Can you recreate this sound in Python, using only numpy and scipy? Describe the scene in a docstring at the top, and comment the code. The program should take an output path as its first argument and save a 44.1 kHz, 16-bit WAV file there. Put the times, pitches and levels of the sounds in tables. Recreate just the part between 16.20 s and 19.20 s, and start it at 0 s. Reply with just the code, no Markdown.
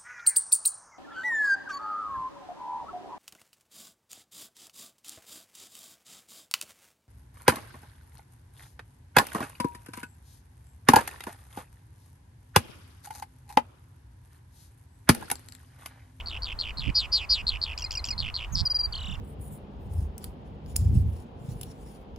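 """Skylark over a windy field

A skylark sings: chirrs, three sliding buzzes, a chatter, a slur into a trill, five pips and a wobbling
whistle. Every syllable is one swept tone with overtones, mostly weak, but with a strong second harmonic
in the chatter. Throat and beak colour the song and the bare ground scatters it briefly.
Wind rumbles on the microphone and gusts buffet its right side, over a faint distant wash."""
import sys
import numpy as np
from scipy import signal
from scipy.fft import rfft, irfft
from scipy.io import wavfile
from scipy.ndimage import uniform_filter1d

SR = 44100
rng = np.random.default_rng(int(sys.argv[2]) if len(sys.argv) > 2 else 0)


def to_wav(s):
    """Save 16-bit WAV."""
    ch = np.atleast_2d(s).T  # columns
    pcm = np.round(np.clip(ch, -1, 1) * 32767)  # PCM
    wavfile.write(sys.argv[1], SR, pcm.astype(np.int16))


N = 132300


def syrinx(hz, level, jitter_hz, overtones_db):
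    """The bird's voice: a swept tone and its overtones, each weighted by the beak at its own pitch."""
    # resonances of throat and beak: frequency_hz, gain_db
    beak = [(1800, -13), (2400, -9), (3000, -8), (3700, -12.5), (4000, -12.5), (4400, -4), (5000, -2.5),
            (5600, -13), (6300, -24.5), (7500, -7), (9000, -34.5), (15000, -20)]
    hz = hz + jitter_hz * tremor(np.arange(len(hz)) / SR, top_hz=756)
    phase = 2 * np.pi * np.cumsum(hz) / SR
    return level * sum(amp(db + read(beak, k * abs(hz))) * (k * hz < SR / 2) * np.sin(k * phase)
                       for k, db in enumerate(overtones_db, 1))


def chirrs():
    """In each chirr a head of quick high warbles sinks into a tail of slower low ones."""
    # chirrs: start_s, length_s, tempo_factor, pitch_factor, head_db, tail_db
    cues = [(-.099, 0.12, 0.98, 1.02, -26, -24.5), (0.0575, 0.13, 0.92, .99, -25, -22.5),
            (.219, 0.12, 0.99, 1.01, -22.5, -21), (.387, 0.13, .99, 0.97, -15.5, -21.5),
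            (.570, 0.14, 0.97, 0.96, -20.5, -21.5), (1.266, .111, 0.94, 0.95, -7, -21),
            (1.4137, .13, 1, .99, -13.5, -22.5), (1.977, 0.13, 0.96, 0.97, -16.5, -20),
            (2.1395, .122, 0.99, 0.97, -17, -22)]
    # one chirr at tempo and pitch factor 1: time_s, centre_hz, depth_hz, warbles_per_s, tail_share
    course = [(0, 4340, 604, 85, 0), (.014, 4500, 605, 94, 0.38), (.029, 4350, 655, 83, 0),
              (.04, 3750, 754, 70.5, 1), (.054, 3240, 700, 58, 0.9), (.072, 2970, 640, 57.6, 0.99),
              (.125, 2680, 616, 47.8, 1)]
    # one head warble and one tail warble, crest to crest: turn_share, pitch_swing, level_db
    head_warble = [(0, 1, -10), (.13, 0.13, -9.5), (.29, -1.148, -14), (.43, -0.264, 0), (.57, 0.113, 5.5),
                   (.7, 0.039, -2.5), (.84, 0.094, -23.5)]
    tail_warble = [(0, 1.3, -17), (.16, .05, 1.5), (.33, -1.15, -14.5), (.54, -.1, 1.5), (.7, 0.87, -8.5),
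                   (.86, -0.082, -12.5)]
    for start, length, tempo, pitch, head_db, tail_db in cues:
        t = np.arange(0, length, 1 / SR)
        centre, depth, rate, tail = follow(course, t * tempo)
        turns = 0.289 + np.cumsum(rate * tempo) / SR  # opens at the bottom of a warble
        swing, db = (1 - tail) * cycle(head_warble, turns) + tail * cycle(tail_warble, turns)
        hz = pitch * (centre + depth * swing)
        level = amp(head_db + (tail_db - head_db) * tail + db) * gate(t, 0.0095, 0.0079)
        yield start, syrinx(hz, level, jitter_hz=50 + 130 * tail, overtones_db=(0, -21, -24))


def buzzes():
    """Falling whistles whose pitch bounces rapidly, loudest at each crest, hoarser as they sink."""
    # buzzes: start_s, length_s, level_db
    cues = [(0.7432, 0.12, -14.5), (0.9157, 0.14, -14.5), (1.089, 0.13, -13.5)]
    # one buzz: time_s, centre_hz, depth_hz (the bounce spans 0.8 of it), bounces_per_s, level_db
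    course = [(0, 4454, 620, 310, -23), (.012, 4710, 1015, 300, 2), (.026, 4670, 1200, 290, 4),
              (.046, 4313, 870, 275, 4), (.064, 3850, 1050, 265, 1.5), (.08, 3250, 1020, 255, -6),
              (.103, 2660, 744, 230, -7.5), (.135, 2460, 309, 195.5, -11.5)]
    for start, length, level_db in cues:
        t = np.arange(0, length, 1 / SR)
        centre, depth, rate, db = follow(course, t)
        bounce = np.sin(np.pi * np.cumsum(rate) / SR) ** 2
        hz = centre + .8 * depth * (bounce - .62)
        level = amp(level_db + db) * (0.32 + 0.65 * bounce) * gate(t, 0.0042, 0.0033)
        hoarse = np.clip(t / .075, 0, 1) ** 2
        tone = syrinx(hz, level, jitter_hz=35 + 110 * hoarse, overtones_db=(0, -18, -21))
        sizzle = amp(-43) * tone * rng.standard_normal(len(t))
        yield start, tone + sizzle


def chatter():
    """Phrases of seven short notes that scoop to their pitch; the beak favours their second harmonic."""
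    # phrases: start_s, pitch_factor, level_db
    phrases = [(1.5759, 1.01, -24.5), (1.707, 1.01, -23), (1.841, 1.025, -22.5)]
    # notes of a phrase at pitch factor 1: offset_s, length_s, pitch_hz, level_db
    notes = [(0, 0.0062, 2760, 4), (.0095, 0.0058, 3795, 4), (0.018, 0.0092, 3440, -0.5),
             (.030, 0.014, 3200, -2.5), (0.0442, .016, 2840, 1.5), (.063, .018, 2486, -1),
             (0.082, 0.021, 2126, -7)]
    scoop_from_hz, scoop_s, sag_hz_per_s = 2165, 0.0031, 6000
    for start, pitch, level_db in phrases:
        for offset, length, note_hz, db in notes:
            t = np.arange(0, length, 1 / SR)
            scoop = (scoop_from_hz - note_hz) * np.exp(-(t / scoop_s) ** 2)
            hz = pitch * (note_hz + scoop - sag_hz_per_s * t)
            level = amp(level_db + db) * gate(t, 0.005, 0.42 * length)
            jitter_hz = 20 + 90 * np.exp(-offset / 0.033)
            yield start + offset, syrinx(hz, level, jitter_hz, overtones_db=(-6.5, 2, -11.5, -9.5, -17))


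def slur():
    """A thin high tone that falls into the beak's resonance."""
    # the downward glide: time_s, pitch_hz, level_db
    course = [(2.322, 6440, -23), (2.333, 6520, -17), (2.343, 6390, -15), (2.350, 5700, -16),
              (2.356, 5110, -13), (2.362, 3680, -33)]
    t = np.arange(course[0][0], course[-1][0], 1 / SR)
    hz, db = follow(course, t)
    level = amp(db) * gate(t - t[0], .002, .002)
    return t[0], syrinx(hz, level, jitter_hz=70, overtones_db=(0, -15))


def trill():
    """Wide fast sweeps that flash each time they cross the beak's resonance."""
    # the trill: time_s, centre_hz, depth_hz, level_db
    course = [(2.363, 4500, 1200, -25), (2.370, 4500, 1200, -19), (2.39, 4550, 1300, -16),
              (2.411, 4550, 1300, -16), (2.422, 4600, 900, -30)]
    turns_per_s, trim_db = 91.5, -0.5
    t = np.arange(course[0][0], course[-1][0], 1 / SR)
    centre, depth, db = follow(course, t)
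    swing = -np.cos(2 * np.pi * turns_per_s * (t - t[0]))
    level = amp(trim_db + db - 11 * swing ** 2) * gate(t - t[0], .001, 0.0038)
    return t[0], syrinx(centre + depth * swing, level, jitter_hz=70, overtones_db=(0, -12, -24))


def pips():
    """Short, pure, slightly arched whistles."""
    # pips: start_s, length_s, top_hz, fall_hz, level_db
    cues = [(2.452, 0.028, 4955, 600, -17), (2.498, 0.03, 4906, 300, -18.5),
            (2.543, 0.032, 4872, 243, -17.5), (2.587, 0.033, 4822, 199, -18.5),
            (2.630, 0.036, 4760, 131, -21)]
    crest = 0.16  # share of the length at which the pitch is highest
    for start, length, top_hz, fall_hz, level_db in cues:
        t = np.arange(0, length, 1 / SR)
        hz = top_hz - fall_hz * ((t / length - crest) / (1 - crest)) ** 2
        level = amp(level_db) * gate(t, 0.0088, 0.0059)
        yield start, syrinx(hz, level, jitter_hz=7.4, overtones_db=(0, -11, -16))


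def wobble():
    """A whistle that flips between two sinking pitches; the voice nearly breaks at each flip."""
    # the whistle: time_s, upper_hz, lower_hz, wobbles_per_s, level_db
    course = [(2.723, 4620, 3230, 38, -26), (2.745, 4580, 3090, 37, -21.5), (2.776, 4400, 3020, 42, -26.5),
              (2.806, 4060, 2950, 37.6, -27), (2.858, 3900, 2850, 37.5, -27), (2.92, 3684, 2807, 35.3, -27),
              (2.965, 3620, 2770, 36, -30.5)]
    # one wobble, crest to crest: turn_share, height (0 lower pitch, 1 upper), level_db
    one_turn = [(0, .97, -1), (.13, .8, -2), (.22, .25, 0), (.3, -.25, -14), (.42, 0, 0), (.62, .05, -1),
                (.73, .25, -11), (.85, .8, -2)]
    hold_until_s = 2.7295  # stays on the upper pitch until then
    t = np.arange(course[0][0], course[-1][0], 1 / SR)
    upper, lower, rate, db = follow(course, t)
    turns = np.cumsum(rate * (t > hold_until_s)) / SR
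    height, turn_db = cycle(one_turn, turns)
    hz = lower + (upper - lower) * height
    hoarse = np.clip(turns / 3, 0, 1)
    level = amp(db + turn_db) * gate(t - t[0], 0.0047, 0.012)
    return t[0], syrinx(hz, level, jitter_hz=15 + 95 * hoarse, overtones_db=(0, -14, -24))


def field(song):
    """Clods near the bird and the ground farther off scatter the song; it sits close to the centre."""
    # the bird's stereo balance: frequency_hz, left_minus_right_db
    balance = [(2500, -5), (3300, 1), (4500, 0.5), (8000, 2.5)]
    clods_db, clods_t60_s = -17, .035
    ground_db, ground_t60_s = -24, .12
    left_lag_s = .000019
    t = np.arange(0, .3, 1 / SR)
    taps = rng.choice([-1., 1.], (2, len(t))) * (rng.random((2, len(t))) < .1)
    near = taps[0] * amp(-60 * t / clods_t60_s) * (t > .002)
    far = (taps + taps[::-1] * .5) * amp(-60 * t / ground_t60_s) * (t > .006)
    echoes = amp(clods_db) * near / np.linalg.norm(near) + amp(ground_db) * far / np.linalg.norm(far[0])
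    heard = song + signal.fftconvolve(song[None], echoes, axes=1)[:, :N]
    hz = np.fft.rfftfreq(N, 1 / SR)
    pan_db = read(balance, hz)
    left_delay = np.exp(-2j * np.pi * hz * left_lag_s)
    return irfft(rfft(heard) * [amp(pan_db / 2) * left_delay, amp(-pan_db / 2)], N)


def wind():
    """Wind on the microphone: a steady rumble on both sides, and short gusts on the right."""
    # colour of the rumble, and of a gust at brightness factor 1: frequency_hz, level_db
    rumble_colour = [(12, -8), (25, -8.5), (45, 1.5), (70, -0.5), (100, -9), (150, -22.5), (250, -29),
                     (500, -49.5), (2000, -91.5)]
    gust_colour = [(15, -11), (45, 2), (90, 0), (150, -3), (250, -14), (380, -32), (600, -53), (2000, -100)]
    # gusts: peak_s, rise_s, fall_s, level_db, brightness_factor
    gusts = [(.60, .025, 0.054, -34.5, 1.1), (0.694, 0.017, 0.0087, -18.5, 1.285),
             (1.245, 0.037, .025, -37.5, 0.96), (1.33, 0.025, 0.046, -34.5, 0.43),
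             (1.899, 0.016, 0.01, -37, 1.05), (2.039, 0.064, 0.037, -32, 0.89),
             (2.365, 0.03, 0.011, -25, 0.87), (2.419, 0.011, .015, -20, 0.74),
             (2.74, 0.18, 0.084, -36.5, 0.64), (2.92, 0.046, 0.021, -31, 1.05),
             (3.0, 0.015, 0.028, -28.5, 0.9)]
    rumble_db = -40
    t = np.arange(N) / SR
    left, other = [noise(lambda hz: amp(read(rumble_colour, hz))) for _ in range(2)]
    out = amp(rumble_db) * stereo(left, other, likeness=0.74)
    for peak, rise, fall, db, bright in gusts:
        swell = np.exp(-.5 * ((t - peak) / np.where(t < peak, rise, fall)) ** 2)
        puff = swell * noise(lambda hz: amp(read(gust_colour, hz / bright)))
        out[1] += amp(db) * puff * np.linalg.norm(swell) / np.linalg.norm(puff)
    return out


def wash():
    """The even hush of the open country."""
    # colour of the distant wash: frequency_hz, level_db
    colour = [(150, -1), (300, -1.5), (500, -2), (750, 0.5), (1000, 5), (1400, -1.5), (2000, -7.5),
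              (3000, -13.5), (5000, -21.5), (8000, -21.5), (12000, -25.5), (16000, -29.5)]
    # how alike its two sides are: frequency_hz, correlation
    likeness = [(100, 0.37), (600, 0.87), (1200, 0.41), (3000, 0.16), (8000, .1)]
    level_db = -50
    hz = np.fft.rfftfreq(N, 1 / SR)
    left, other = rfft(rng.standard_normal((2, N)))
    spectrum = stereo(left, other, read(likeness, hz)) * amp(read(colour, hz))
    return amp(level_db) * unit_rms(irfft(spectrum, N))


def amp(db):
    """Decibels to gain."""
    return 10 ** (np.asarray(db) / 20)


def unit_rms(x):
    """Scales to rms 1."""
    return x / np.sqrt(np.mean(x ** 2) + 1e-20)


def read(points, hz):
    """Reads a spectrum table on a log-frequency axis."""
    f, value = np.transpose(points)
    return np.interp(np.log(hz + 1), np.log(f + 1), value)


def follow(table, t):
    """Reads every column of a course at the times t."""
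    at, *columns = np.transpose(table)
    return [np.interp(t, at, c) for c in columns]


def cycle(table, turns):
    """Reads the pitch and level of a repeating gesture, with rounded corners."""
    at, *shape = np.transpose(table)
    return [uniform_filter1d(np.interp(turns, at, c, period=1), size=30) for c in shape]


def gate(t, rise_s, fall_s):
    """Soft attack, hold and release."""
    attack = np.sin(np.pi / 2 * np.clip(t / rise_s, 0, 1))
    release = np.sin(np.pi / 2 * np.clip((t[-1] - t) / fall_s, 0, 1)) ** 2
    return attack * release


def tremor(t, top_hz):
    """Quick random unsteadiness of rms 1."""
    rates, phases = rng.random((2, 24, 1))
    return unit_rms(np.sin(2 * np.pi * (top_hz * rates * t + phases)).sum(0))


def noise(gain):
    """Noise of rms 1, coloured by a function of frequency."""
    return unit_rms(irfft(rfft(rng.standard_normal(N)) * gain(np.fft.rfftfreq(N, 1 / SR)), N))


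def stereo(left, other, likeness):
    """Blends two independent noises into a left-right pair with the given correlation."""
    return np.array([left, likeness * left + np.sqrt(1 - likeness ** 2) * other])


def add(mix, start_s, sound):
    """Mixes a sound in, trimming whatever falls outside."""
    at = round(start_s * SR)
    sound = sound[max(-at, 0):]
    part = mix[max(at, 0):][:len(sound)]
    part += sound[:len(part)]


def scene():
    """The song over wind and wash."""
    air = wash() + wind()
    song = np.zeros(N)
    for start, syllable in [*chirrs(), *buzzes(), *pips(), *chatter(), slur(), trill(), wobble()]:
        add(song, start, syllable)
    return field(song) + air


def record(dry):
    """A steep low-pass takes off the very top of the treble."""
    edge_hz = 15900
    lowpass = signal.firwin(511, edge_hz, window=("kaiser", 9), fs=SR)
    return signal.oaconvolve(dry, lowpass[None], "same")


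dry = scene()
out = record(dry)
to_wav(out)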